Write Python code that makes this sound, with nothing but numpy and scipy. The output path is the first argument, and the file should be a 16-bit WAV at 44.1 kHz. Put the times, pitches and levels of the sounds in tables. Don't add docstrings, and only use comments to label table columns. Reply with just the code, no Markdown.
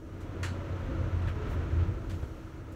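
import sys
import numpy as np
from scipy import signal
from scipy.fft import rfft, irfft
from scipy.io import wavfile

SR = 44100
rng = np.random.default_rng(int(sys.argv[2]) if len(sys.argv) > 2 else 0)


def bounce(signal):
    frames = np.transpose(np.atleast_2d(signal))
    limited = np.clip(frames, -1, 1)
    pcm = np.round(limited * 32767).astype(np.int16)
    wavfile.write(sys.argv[1], SR, pcm)


N = 121275
T = np.arange(N) / SR
REFLECTION_HOLD_S = 0.016


def amp(db):
    return 10 ** (np.asarray(db) / 20)


def unit(x):
    return x / np.sqrt(np.mean(x ** 2) + 1e-20)


def curve(rows, column=1):
    rows = np.array(rows)
    return np.interp(T, rows[:, 0], rows[:, column])


def noise(spectrum):
    octave = np.log2(np.fft.rfftfreq(N, 1 / SR) + 1)
    hz, db = np.transpose(spectrum)
    colour = np.interp(octave, np.log2(hz), db, right=-100)
    return unit(irfft(rfft(rng.standard_normal(N)) * amp(colour), N))


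def drift(rate_hz):
    hz = np.fft.rfftfreq(N, 1 / SR)
    low_pass = np.exp(-(hz / rate_hz) ** 2) * (hz > 0)
    return unit(irfft(rfft(rng.standard_normal(N)) * low_pass, N))


def engine():
    # t/s, f/Hz
    firing_rate = [(0, 88.77), (.45, 90.53), (.85, 89.52), (1.1, 86.67), (1.4, 85.5), (1.74, 83),
                   (1.81, 85.2), (1.9, 93.5), (2.08, 97.1), (2.16, 86.4), (2.3, 78.1), (2.75, 87.85)]
    # multiple of the firing rate, relative level/dB
    orders = [(1, -1.5), (1.36, -14), (4, -25.5), (5, -29)]
    # t/s, relative level/dB
    envelope = [(0, -59.5), (.13, -41), (.18, -43), (.23, -37.5), (.37, -44), (.46, -31.5), (.55, -36),
                (.62, -38.5), (.67, -47), (.72, -33), (.8, -36.5), (.94, -35), (1.0, -31), (1.06, -28),
                (1.1, -42.5), (1.135, -28.5), (1.35, -33), (1.44, -39), (1.51, -46), (1.575, -29.5),
                (1.63, -36.5), (1.69, -47), (1.735, -23), (1.772, -25), (1.807, -20), (1.865, -38),
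                (1.9, -30), (1.96, -47), (2.05, -44.5), (2.15, -33.5), (2.22, -51), (2.35, -61),
                (2.75, -47.5)]
    gain_db, wander, flutter_db = -1, .015, 1.65
    cycles = np.cumsum(curve(firing_rate) * (1 + wander * drift(11))) / SR
    tone = 0
    for order, db in orders:
        tone += amp(db + flutter_db * drift(14.6)) * np.sin(2 * np.pi * (order * cycles + rng.random()))
    return amp(gain_db + curve(envelope)) * unit(tone)


def traffic():
    # t/s, relative rumble level/dB, relative roar level/dB
    swell = [(0, -53, -49.5), (.35, -46.5, -43), (.8, -45.5, -42.5), (1.0, -39, -38.5), (1.2, -39.5, -45.5),
             (1.5, -40.5, -41), (1.88, -39, -43.5), (2.0, -45, -43.5), (2.13, -40, -45.5),
             (2.3, -46.5, -47), (2.45, -47.5, -50), (2.75, -49.5, -47.5)]
    # t/s, relative level/dB
    tyre_swell = [(0, -61), (.25, -51), (.6, -48), (.95, -46.3), (1.38, -47), (1.46, -44.5), (1.57, -45),
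                  (1.68, -48), (1.83, -45.5), (1.9, -50), (2.05, -52), (2.35, -55), (2.75, -55.5)]
    # f/Hz, relative density/dB
    rumble_spectrum = [(22, -55), (28, -26), (34, 3), (46, -0.5), (56, -2), (66, 2.5), (85, -3.5),
                       (105, -2), (122, -4), (160, -8.5), (195, -12.5), (400, -48)]
    roar_spectrum = [(100, -10), (170, -4), (205, -3.5), (245, 4), (350, 2), (400, -1.5), (550, -3),
                     (680, -9), (800, -21), (1300, -39)]
    tyre_spectrum = [(300, -9.5), (700, 2.5), (810, -2), (950, 4.5), (1130, 0), (1320, 5.5), (1600, -2),
                     (2100, -5.5), (3000, -10.5), (4200, -18), (5000, -23.5), (6200, -22), (8000, -33.5),
                     (11000, -56)]
    rumble_db, roar_db, tyre_db = 4.5, -2, -2
    rumble = noise(rumble_spectrum) * amp(rumble_db + curve(swell))
    roar = noise(roar_spectrum) * amp(roar_db + curve(swell, column=2))
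    tyres = noise(tyre_spectrum) * amp(tyre_db + curve(tyre_swell) + .6 * drift(37))
    return rumble + roar + tyres


def hum():
    # f/Hz, rms level/dB
    tones = [(323, -53.5), (1246, -71.5), (1665, -74.5), (2912, -83), (4178, -89.5)]
    # t/s, level/dB
    hiss_level = [(0, -62.5), (.5, -61), (2.0, -60.5), (2.2, -57), (2.4, -59.5), (2.75, -62.5)]
    # f/Hz, relative density/dB
    hiss_spectrum = [(100, 21.5), (1000, 8.5), (3000, -1), (4300, 0.5), (4900, -4.5), (5700, 1),
                     (7600, -3.5), (8500, -6.5), (9800, -8), (10400, -12), (11200, -8.5), (16000, -10.5)]
    wander_hz, flutter_db = 0.95, 1.06
    out = amp(curve(hiss_level)) * noise(hiss_spectrum)
    for hz, db in tones:
        cycles = np.cumsum(hz + wander_hz * drift(2.7)) / SR
        out += amp(db + flutter_db * drift(13)) * np.sqrt(2) * np.sin(2 * np.pi * cycles)
    return out


def ticks():
    # onset t/s, level/dB, tilt/(dB per octave), resonance f/Hz, rise/s, T60/s
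    taps = [(.2055, -61.5, 2, 6100, .001, .2), (1.216, -57, -0.5, 3020, 0.0022, .1),
            (1.27, -44.5, -1.5, 2330, .006, 0.16), (2.095, -49.5, 0.4, 4820, 0.0022, 0.25),
            (2.224, -46.5, -2, 620, 0.0025, 0.084), (2.717, -68, 6, 8260, .002, 0.13)]
    # f/Hz, relative density/dB
    base_spectrum = [(100, -40), (250, -14), (450, 10), (900, -4), (1500, 2.5), (2300, -4.5), (3500, -8),
                     (5000, -16), (7500, -15), (8600, -19), (10500, -24), (13000, -22), (16000, -27)]
    resonance_db, width_octaves, grain_db = 6.5, 0.8, 1.75
    hz, base_db = np.transpose(base_spectrum)
    out = 0
    for start, db, tilt, resonance_hz, rise, t60 in taps:
        t = np.maximum(T - start, 0)
        octaves = np.log2(hz / resonance_hz)
        colour = base_db + tilt * octaves + resonance_db * np.exp(-.5 * (octaves / width_octaves) ** 2)
        attack = np.minimum(t / rise, 1)
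        decay_db = -60 * np.maximum(t - REFLECTION_HOLD_S, 0) / t60
        out += noise(np.c_[hz, colour]) * attack * amp(db + decay_db + grain_db * drift(500))
    return out


def click():
    # f/Hz, relative density/dB
    crack_spectrum = [(1000, -10), (3000, -2), (7500, 0), (11000, -8), (16000, -13)]
    echo_spectrum = [(250, -27), (700, -5), (1000, 5.5), (1600, 5.5), (2100, -0.5), (2800, -0.5),
                     (3700, -7.5), (4400, -2), (5000, -10.5), (6200, -9), (7600, -6.5), (8400, -15.5),
                     (9900, -13), (10500, -20.5), (12000, -21.5), (15800, -31)]
    # f/Hz, relative level/dB, T60/s
    modes = [(1625, -13, 0.17), (1860, -7, 0.25), (1968, -15, 0.15), (2500, -11, .2), (2920, -14, 0.39),
             (4100, -15, 0.3), (4540, -22, 0.23), (7290, -22, .22), (8818, -27, .2)]
    start_s, rise_s = .4303, 0.00059
    crack_db, response_db = -47, -39
    crack_t60_s, body_t60_s, treble_t60_s = 0.018, 0.3, 0.22
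    t = np.maximum(T - start_s, 0)
    late = np.maximum(t - REFLECTION_HOLD_S, 0)
    echoes = noise(echo_spectrum) * amp(1.5 * drift(440))
    body = signal.sosfiltfilt(signal.butter(2, 7000, fs=SR, output="sos"), echoes)
    treble = echoes - body
    tail = body * amp(-60 * late / body_t60_s) + treble * amp(-60 * late / treble_t60_s)
    ring = sum(amp(db - 60 * t / t60) * np.sin(2 * np.pi * (hz * t + rng.random()))
               for hz, db, t60 in modes)
    crack = noise(crack_spectrum) * amp(crack_db - 60 * t / crack_t60_s)
    return np.minimum(t / rise_s, 1) * (crack + amp(response_db) * (tail + ring))


def whines():
    # loudest t/s, Gaussian width/s, f/Hz, greatest rms level/dB
    passes = [(.72, 0.26, 561, -53), (.95, 0.084, 528.6, -52), (1.45, 0.061, 423, -46),
              (1.76, .18, 351, -54.5)]
    sag_per_s, wander = 0.01215, 0.0082
    out = 0
    for centre, width, hz, db in passes:
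        cycles = np.cumsum(hz * (1 - sag_per_s * (T - centre) + wander * drift(11.7))) / SR
        envelope = amp(db) * np.exp(-.5 * ((T - centre) / width) ** 2)
        out += envelope * np.sqrt(2) * np.sin(2 * np.pi * cycles)
    return out


def rustle():
    # f/Hz, relative density/dB
    spectrum = [(2000, -9), (5000, 0), (8000, 0), (10500, -3), (13000, 0), (16000, 0)]
    centre_s, width_s, level_db = 1.52, .027, -66
    return noise(spectrum) * amp(level_db) * np.exp(-.5 * ((T - centre_s) / width_s) ** 2)


def scene():
    return (engine() + traffic() + whines() + hum() + click() + rustle() + ticks())[None]


def record(dry):
    cutoff_hz = 15850
    low_pass = signal.firwin(511, cutoff_hz, window=("kaiser", 9), fs=SR)
    return signal.oaconvolve(dry, low_pass[None], "same")


dry = scene()
out = record(dry)
bounce(out)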